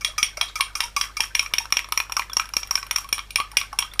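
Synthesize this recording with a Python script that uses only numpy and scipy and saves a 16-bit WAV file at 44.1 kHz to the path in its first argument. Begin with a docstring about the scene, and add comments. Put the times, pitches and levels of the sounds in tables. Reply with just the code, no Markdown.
"""A fork beats an egg in a hand-held drinking glass, in a small tiled kitchen.
About five strokes a second scrape and knock on the glass, whose ring the hand and the liquid
quickly damp. The egg splashes, and its bubbles plop, spatter and fizz.
Half-way the glass comes closer and sounds drier, then moves partly back.
A low mains hum and a soft hiss run underneath."""
import sys
import numpy as np
from scipy import signal
from scipy.io import wavfile

SR = 44100
rng = np.random.default_rng(int(sys.argv[2]) if len(sys.argv) > 2 else 0)


def generate_wav(sig):
    """Save sig (samples, or channels by samples) to the path in sys.argv[1] as 16-bit PCM at SR."""
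    pcm = np.round(np.clip(np.atleast_2d(sig).T, -1, 1) * 32767).astype(np.int16)
    wavfile.write(sys.argv[1], SR, pcm)


N = 176400   # 4 seconds


def from_db(db):
    """Turn decibels into a number to multiply a sound by."""
    return 10 ** (np.asarray(db) / 20)


def unit_level(x):
    """Scale a sound so that its average level (rms) is 1."""
    return x / np.sqrt(np.mean(x ** 2) + 1e-20)


def at_hz(table, hz, column=1):
    """Read a table at any pitch, gliding between its rows."""
    table = np.array(table)
    return np.interp(np.log(hz), np.log(table[:, 0]), table[:, column])


def add(out, start, sound):
    """Mix a sound in at a start time in seconds."""
    i = max(0, int(start * SR))
    out[i:i + len(sound)] += sound[:max(0, len(out) - i)]


def noise_bands(size):
    """Give 30 bands of noise from low to high, each as (middle pitch, samples)."""
    edges = np.geomspace(18, 17500, 31)
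    for low, high in zip(edges, edges[1:]):
        band_filter = signal.butter(2, [low, high], "band", fs=SR, output="sos")
        noise = rng.standard_normal(size + SR // 10)
        yield np.sqrt(low * high), signal.sosfilt(band_filter, noise)[-size:]


def grainy_noise(hz, width_hz, size):
    """Crackly noise gathered around one pitch."""
    decay = np.exp(-np.pi * width_hz / SR)
    feedback = [1, -2 * decay * np.cos(2 * np.pi * hz / SR), decay * decay]
    grains = rng.standard_normal(size) * rng.exponential(1, size) ** 2
    return unit_level(signal.lfilter([1, 0, -1], feedback, grains))


# Where the hand holds the glass: (time [s], nearness [0 far, 1 near])
GLASS_PATH = [(0, 0.05), (1.0, .05), (1.5, 0.7), (2.0, 0.94), (2.6, 0.96), (3.1, 0.46), (3.5, 0.4),
              (4, 0.51)]

def nearness(time):
    """How near the glass is at a given time."""
    return np.interp(time, *np.transpose(GLASS_PATH))


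# The tones of the mains hum: (pitch [Hz], level [dB])
HUM_TONES = [(48.4, -48), (99.9, -59.5), (148, -70), (195, -73)]
# The hiss from low to high: (pitch [Hz], relative level [dB])
HISS_COLOUR = [(20, -52.5), (35, -60.5), (70, -62.5), (150, -72), (400, -73), (1000, -74), (4000, -79),
               (15000, -90)]

def hum_and_hiss(hiss_db=-52.5):
    """An appliance hums steadily over a soft hiss."""
    t = np.arange(N) / SR
    hum = sum(np.sqrt(2) * from_db(db) * np.sin(2 * np.pi * (hz * t + rng.random()))
              for hz, db in HUM_TONES)
    hiss = sum(from_db(at_hz(HISS_COLOUR, hz)) * band for hz, band in noise_bands(N))
    return hum + from_db(hiss_db) * unit_level(hiss)


def stirring(lag_s):
    """How much the egg moves: it swells and settles after every stroke, and averages 1."""
    motion, t = np.zeros(N), np.arange(SR // 4) / SR
    for start, db, *_ in list(GLASS_AND_EGG_TAPS) + list(FORK_SCRAPES):
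        add(motion, start, from_db(db) * t * np.exp(-t / lag_s))
    return motion / motion.mean()


# How loud the small bubbles are at each pitch: (pitch [Hz], relative level [dB])
SPATTER_COLOUR = [(500, -7.5), (800, -26.5), (1150, 13.5), (1700, 7), (3000, -4), (6000, 1), (13000, -35)]

def spatter(level_db=-50.5, bubbles_per_s=420, ring_cycles=46, pitches=30):
    """Small bubbles burst at random, most often just after a stroke."""
    bursts = rng.random(N) < bubbles_per_s * (0.06 + stirring(lag_s=0.03)) / SR
    kicks = bursts * from_db(np.minimum(rng.exponential(1, N), 4)) * rng.choice([-1, 1], N)
    pitch_choice, out = rng.integers(0, pitches, N), 0
    for k, hz in enumerate(np.geomspace(520, 12500, pitches)):
        # This filter turns each kick into a short, fading tone.
        decay, angle = from_db(-60 * hz / (ring_cycles * SR)), 2 * np.pi * hz / SR
        feedback = [1, -2 * decay * np.cos(angle), decay * decay]
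        bubbles = signal.lfilter([0, np.sin(angle)], feedback, kicks * (pitch_choice == k) + 1e-18)
        out = out + from_db(at_hz(SPATTER_COLOUR, hz)) * bubbles
    return from_db(level_db) * unit_level(out)


# The tones of the glass, scraped or tapped. A fade time is how long a sound takes to fall by 60 dB.
# (pitch [Hz], level [dB], fade time [s], level change when held near and upright [dB])
GLASS_TONES = [(1077, -17, 0.021, 2.5), (1204, -12.5, 0.041, -11.5), (1300, -20, 0.031, 3),
               (2243.5, -11, 0.051, -1), (2398.5, -7.5, 0.026, 2.5), (2744, -13, 0.033, -1),
               (3256, -3.5, 0.023, -19.5), (3830, -10, 0.012, -7.5), (4893, -9.5, 0.019, -12),
               (5310, -5, 0.0089, -1), (5579, 0, 0.02, 3), (5995, -7.5, 0.0076, -23),
               (7515, -28.5, 0.018, 4.5), (9190, -13.5, 0.06, -16), (9410, -14, 0.038, -7),
               (9700, -25.5, 0.023, 6), (10880, -26, 0.0079, 14), (13450, -29, 0.022, 13.5),
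               (14080, -23, 0.022, 1.5)]
PITCH_SPREAD = 0.0087   # the sloshing egg shifts each tone by about this share
# The fork grazes the wall and slides along it: (time [s], level [dB], length [s])
FORK_SCRAPES = [(.009, -31, 0.0073), (0.18, -17.5, 0.0045), (0.3706, -27.5, 0.0034), (0.5556, -23, 0.0061),
                (0.7525, -20, 0.0032), (0.964, -14.5, 0.0031), (1.1682, -20.5, 0.0025),
                (1.348, -28.5, 0.0055), (2.71, -31.5, 0.0043), (2.959, -24.5, 0.0087)]

def scrapes(slips_per_s=2500, ring_stretch=1.34, hiss_db=-19.5):
    """Tiny slips of the fork ring the glass softly; a graze damps the wall less than a blow."""
    # How strongly rubbing drives the tones: (pitch [Hz], level change [dB])
    rubbing = [(1100, -5.5), (1250, 12), (2400, 4), (3300, -6), (5000, 5),
               (5600, -2), (6000, 6), (9300, 1), (14000, 6)]
    out, t = np.zeros(N), np.arange(SR // 10) / SR
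    for start, db, length in FORK_SCRAPES:
        ring, pressure = 0, np.exp(-t / length)
        for hz, tone_db, fade_s, near_db in GLASS_TONES:
            slips = rng.standard_normal(len(t)) * (rng.random(len(t)) < slips_per_s / SR) * pressure
            pitch = hz * (1 + PITCH_SPREAD * rng.normal())
            tone = from_db(-60 * t / (ring_stretch * fade_s)) * np.cos(2 * np.pi * pitch * t)
            rubbed = signal.fftconvolve(slips, tone)[:len(t)]   # every slip starts the tone anew
            gain = from_db(tone_db + near_db * nearness(start) + at_hz(rubbing, hz))
            ring = ring + gain * rubbed / (np.abs(rubbed).max() + 1e-9)
        hiss = from_db(hiss_db) * grainy_noise(hz=9300, width_hz=11000, size=len(t)) * np.sqrt(pressure)
        add(out, start, from_db(db) * (ring + hiss))
    return out


def froth(level_db=-52):
    """Tiny bubbles fizz while the egg moves."""
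    return from_db(level_db) * stirring(lag_s=0.017) * grainy_noise(hz=9300, width_hz=11000, size=N)


def colour_db(hz, hollow, clack, treble):
    """Where and how hard a tap lands makes the low, middle and high tones louder or softer."""
    return at_hz([(650, 0), (950, hollow), (1400, hollow), (2000, clack), (4000, clack),
                  (5000, 0), (6200, 0), (8500, treble)], hz)


# The fork hits the glass; the faintest rows are small wet taps and plops of egg:
# (time [s], level [dB], extra hollow low ring [dB], extra clack [dB], extra treble [dB])
GLASS_AND_EGG_TAPS = [(0.047, -20, -0.5, 4, 4), (0.2286, -17, -11, 3, 2.5), (0.4118, -21, 6, 5, 4.5),
                      (0.6072, -21, 5.5, 7, 7.5), (0.8043, -19.5, 3, 3, 4), (0.8376, -30, 0, -2, 3.5),
                      (1.0117, -18.5, 0, 1, 0), (1.0397, -44.5, 20, -2, 1), (1.2046, -15.5, -9, -0.5, 0),
                      (1.2363, -30.5, 6.5, -4, -1), (1.351, -19, -0.5, 4, 3), (1.3935, -17, -3, 2, 0.5),
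                      (1.4278, -34.5, 11.5, -5, 9), (1.4612, -35.5, 10, 5.5, -7),
                      (1.5369, -20.5, 5, 6, 5.5), (1.583, -18.5, -8, 3.5, 3), (1.6548, -38.5, 16, -0.5, 4),
                      (1.704, -49.5, 15, 7, 14), (1.7233, -17.5, 7, -0.5, 5.5),
                      (1.769, -19, -2.5, 1.5, 0.5), (1.8438, -41.5, 16, 6.5, 3),
                      (1.8873, -52.5, 26.5, 12, 19), (1.9219, -22, 14, 1, 7), (1.9749, -16.5, 5, -0.5, 2.5),
                      (2.0014, -30, 15.5, 10, 7), (2.0966, -43.5, 26, 2.5, 6),
                      (2.1213, -25.5, 10.5, -0.5, 6.5), (2.1671, -15.5, 6.5, -6, -3.5),
                      (2.1943, -28, 17, 7, 2), (2.2974, -45.5, 23.5, 4, 7), (2.3323, -27.5, 0, -9, 3),
                      (2.3679, -17, 4, -2, 2), (2.3967, -26.5, 20, 7, 2), (2.4558, -42, 11, 3.5, 5),
                      (2.4897, -44.5, 11.5, 5, 13), (2.5365, -27, 9, -7.5, 0.5), (2.5665, -15.5, 3, -3, -3),
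                      (2.6313, -32.5, 8.5, 5, -8), (2.6725, -45, -1, 3.5, 14),
                      (2.7092, -17, 5.5, -11, -1.5), (2.754, -15.5, -2, -3.5, -1), (2.776, -36, 5, 6.5, -7),
                      (2.8282, -33.5, 11.5, 1.5, -6), (2.866, -48.5, 18.5, 10, 18.5),
                      (2.9101, -23, 7, 1.5, 10.5), (2.96, -17.5, -1, -1, 1), (2.9832, -28, 12, -5, 7),
                      (3.0439, -45, 9, 5, 7), (3.089, -45, 16.5, 8, 18.5), (3.1268, -17, -4, -1, 6),
                      (3.181, -48.5, 29.5, 19, 23), (3.191, -34, 14.5, 8, -1),
                      (3.306, -40.5, 1.5, 8.5, 16.5), (3.3579, -17.5, -3, 3.5, 7),
                      (3.4011, -40, 31.5, 18.5, 15), (3.5156, -40.5, 8, -3, 8.5), (3.5695, -13, -6, 2, 4),
                      (3.6132, -37, 20, 13, -4), (3.729, -41.5, 24, 1.5, 9), (3.7881, -16.5, 1, 0, 9.5),
                      (3.8242, -34, 18, 11, -9), (3.9361, -44.5, 10.5, 7.5, 15.5),
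                      (3.9935, -16.5, 1, 3, 6.5)]

def tap_rings(boost_db=4, spread_db=2, attack_s=0.00025, hold_s=0.002, grip_damping=0.45):
    """Each tap of fork or egg rings the glass, which fades sooner when held near and upright."""
    out, t = np.zeros(N), np.arange(SR // 10) / SR
    hz, tone_db, fade_s, near_db = np.transpose(GLASS_TONES)
    attack = 1 - np.exp(-t / attack_s)
    fall_db = -60 * np.maximum(t - hold_s, 0) / fade_s[:, None]
    for start, db, *colour in GLASS_AND_EGG_TAPS:
        # The moving egg and the point of contact make every tap a little different.
        detune, strength, side = rng.standard_normal((3, len(hz)))
        pitch = hz * (1 + PITCH_SPREAD * detune)
        envelope = attack * from_db(fall_db * (1 + grip_damping * nearness(start)))
        tones = envelope * np.sin(2 * np.pi * pitch[:, None] * t)
        tap_db = boost_db + db + colour_db(hz, *colour) + spread_db * strength
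        gains = np.sign(side) * from_db(tap_db + tone_db + near_db * nearness(start))
        add(out, start, gains @ tones)
    return out


# The noise of prongs or egg meeting the wall: (pitch [Hz], relative level [dB])
CHATTER_COLOUR = [(120, -42), (300, -28.5), (700, -16), (1600, -8), (2700, 5), (3800, 1), (4600, -19),
                  (5500, -4.5), (7000, -14), (8200, -26), (10000, -20), (12300, -17), (14000, -18),
                  (16000, -30)]

def chatter(boost_db=0.5, length_s=0.0038):
    """A tiny burst of rough contact opens each tap."""
    out, t = np.zeros(N), np.arange(SR // 50) / SR
    hz, bands = map(np.array, zip(*noise_bands(N)))
    bands = bands * from_db(at_hz(CHATTER_COLOUR, hz))[:, None]
    bands = bands / bands.sum(0).std()
    burst = np.exp(-(t / length_s) ** 2)
    for start, db, *colour in GLASS_AND_EGG_TAPS:
        i = int(start * SR)
        contact = from_db(boost_db + db + colour_db(hz, *colour)) @ bands[:, i:i + len(t)]
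        add(out, start, contact * burst[:len(contact)])
    return out


# Flung egg lands: (time [s], level [dB], length [s], pitch [Hz])
EGG_SPLASHES = [(0.076, -36, 0.0073, 4300), (0.26, -39, 0.0091, 4730), (0.48, -36, .02, 3750),
                (0.64, -40, 0.0042, 4900), (0.831, -29, 0.0094, 2370), (1.038, -27.5, .006, 2150),
                (1.053, -49, 0.0054, 4370), (1.241, -31.5, 0.0032, 1950), (1.792, -27.5, 0.0088, 2280),
                (2.218, -31, 0.011, 2050), (2.416, -30.5, 0.011, 2450), (2.776, -36.5, 0.013, 1540),
                (3.806, -32, .01, 2930)]

def splashes():
    """Egg flies off the prongs and falls back with a short, wet burst."""
    out, t = np.zeros(N), np.arange(SR // 14) / SR
    for start, db, length, hz in EGG_SPLASHES:
        wet_noise = grainy_noise(hz, width_hz=0.17 * hz, size=len(t))
        add(out, start, from_db(db) * wet_noise * np.exp(-(t / length) ** 2))
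    return out


# Air pockets close in the egg: (time [s], starting pitch [Hz], level [dB], fade time [s])
EGG_PLOPS = [(.085, 610, -37, .05), (.183, 1220, -18, 0.07), (.377, 614, -23.5, 0.028),
             (.425, 685, -34.5, 0.057), (.559, 1237, -26.5, 0.077), (0.599, 1092, -17.5, 0.064),
             (0.611, 1042, -23, 0.075), (0.794, 1300, -29, 0.047), (.83, 920, -30.5, 0.1),
             (0.969, 1143, -12.5, 0.044), (1.198, 900, -21, 0.042), (1.604, 900, -25.5, 0.067),
             (2.173, 1183, -13, 0.028), (2.3, 3480, -25, 0.02), (2.317, 3310, -30, 0.047),
             (2.398, 1274, -22, 0.077), (2.777, 1500, -23, .04), (3.044, 1100, -28.5, 0.058),
             (3.178, 1147, -27, .04), (3.385, 1110, -21, 0.091), (3.403, 1162, -19.5, 0.1),
             (3.532, 882, -34, .05), (3.57, 664, -19, 0.01), (3.727, 1090, -27, .05),
             (3.731, 830, -21, 0.017), (3.915, 3490, -32.5, 0.041)]

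def plops(attack_s=0.0012, rise_per_s=1.84):
    """Large bubbles ring briefly and rise in pitch."""
    out, t = np.zeros(N), np.arange(SR // 10) / SR
    swell = 1 - np.exp(-t / attack_s)
    for start, hz, db, fade_s in EGG_PLOPS:
        rising_tone = np.sin(2 * np.pi * hz * (t + rise_per_s * t * t / 2))
        add(out, start, swell * from_db(db - 60 * t / fade_s) * rising_tone)
    return out


# The fork reaches the bottom of the glass: (time [s], relative level [dB])
BASE_THUDS = [(.2291, -35), (.4118, -53), (1.2046, -33.5), (1.351, -47), (1.5374, -32.5), (1.5833, -40),
              (1.7241, -33.5), (1.9223, -42), (1.9744, -43), (2.1674, -41), (2.3678, -32.5), (2.5665, -30),
              (2.7545, -39.5), (3.1266, -35), (3.5698, -45), (3.7886, -39)]

def thuds(boost_db=10, hz=520, width_hz=1070):
    """The thick base gives a dull knock that dies almost at once."""
    out, t = np.zeros(N), np.arange(SR // 50) / SR
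    knock = np.exp(1 - np.pi * width_hz * t) * np.sin(2 * np.pi * hz * t)
    for start, db in BASE_THUDS:
        add(out, start, from_db(boost_db + db) * knock)
    return out


# Sound bounces off the worktop and tiles: (delay [s], level [dB])
TILE_ECHOES = [(.0052, -18), (0.0081, -16.5), (0.0145, -27.5)]
# The wash of sound that lingers in the room: (pitch [Hz], level [dB], fade time [s])
ROOM_TAIL = [(200, -26.5, 0.12), (1020, -0.5, 0.17), (2600, -5.5, 0.22), (5100, -5.5, 0.21),
             (8800, -0.5, 0.18), (14900, -14.5, 0.11)]

def kitchen(sound, far_db=-1, near_drop_db=4.5, build_s=0.0017):
    """The room adds a few quick echoes and a short tail, both weaker when the glass is near."""
    t, response = np.arange(SR // 2) / SR, 0
    swell = 1 - np.exp(-(t / build_s) ** 2)
    for hz, band in noise_bands(len(t)):
        tail = swell * from_db(-60 * t / at_hz(ROOM_TAIL, hz, column=2))
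        response = response + from_db(at_hz(ROOM_TAIL, hz)) * band * tail / np.linalg.norm(tail)
    for delay, db in TILE_ECHOES:
        add(response, delay, from_db([db]))
    share = from_db(far_db - near_drop_db * nearness(np.arange(N) / SR))
    return signal.fftconvolve(sound * share, response)[:N]


def scene():
    """Mix the glass, the egg, the kitchen's echo and the background into one channel."""
    glass = tap_rings() + chatter() + thuds() + scrapes()
    egg = splashes() + plops() + spatter() + froth()
    beating = glass + egg
    return (beating + kitchen(beating) + hum_and_hiss())[None]


def record(dry, peak_limit=1.1, treble_hz=15000, cutoff_hz=16500):
    """Round off the loudest peaks, soften the highest treble and cut away the very top."""
    rounded = peak_limit * np.tanh(dry / peak_limit)
    dulled = signal.sosfilt(signal.butter(36, treble_hz, fs=SR, output="sos"), rounded)
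    return signal.sosfilt(signal.cheby2(16, 60, cutoff_hz, fs=SR, output="sos"), dulled)


dry = scene()
out = record(dry)
generate_wav(out)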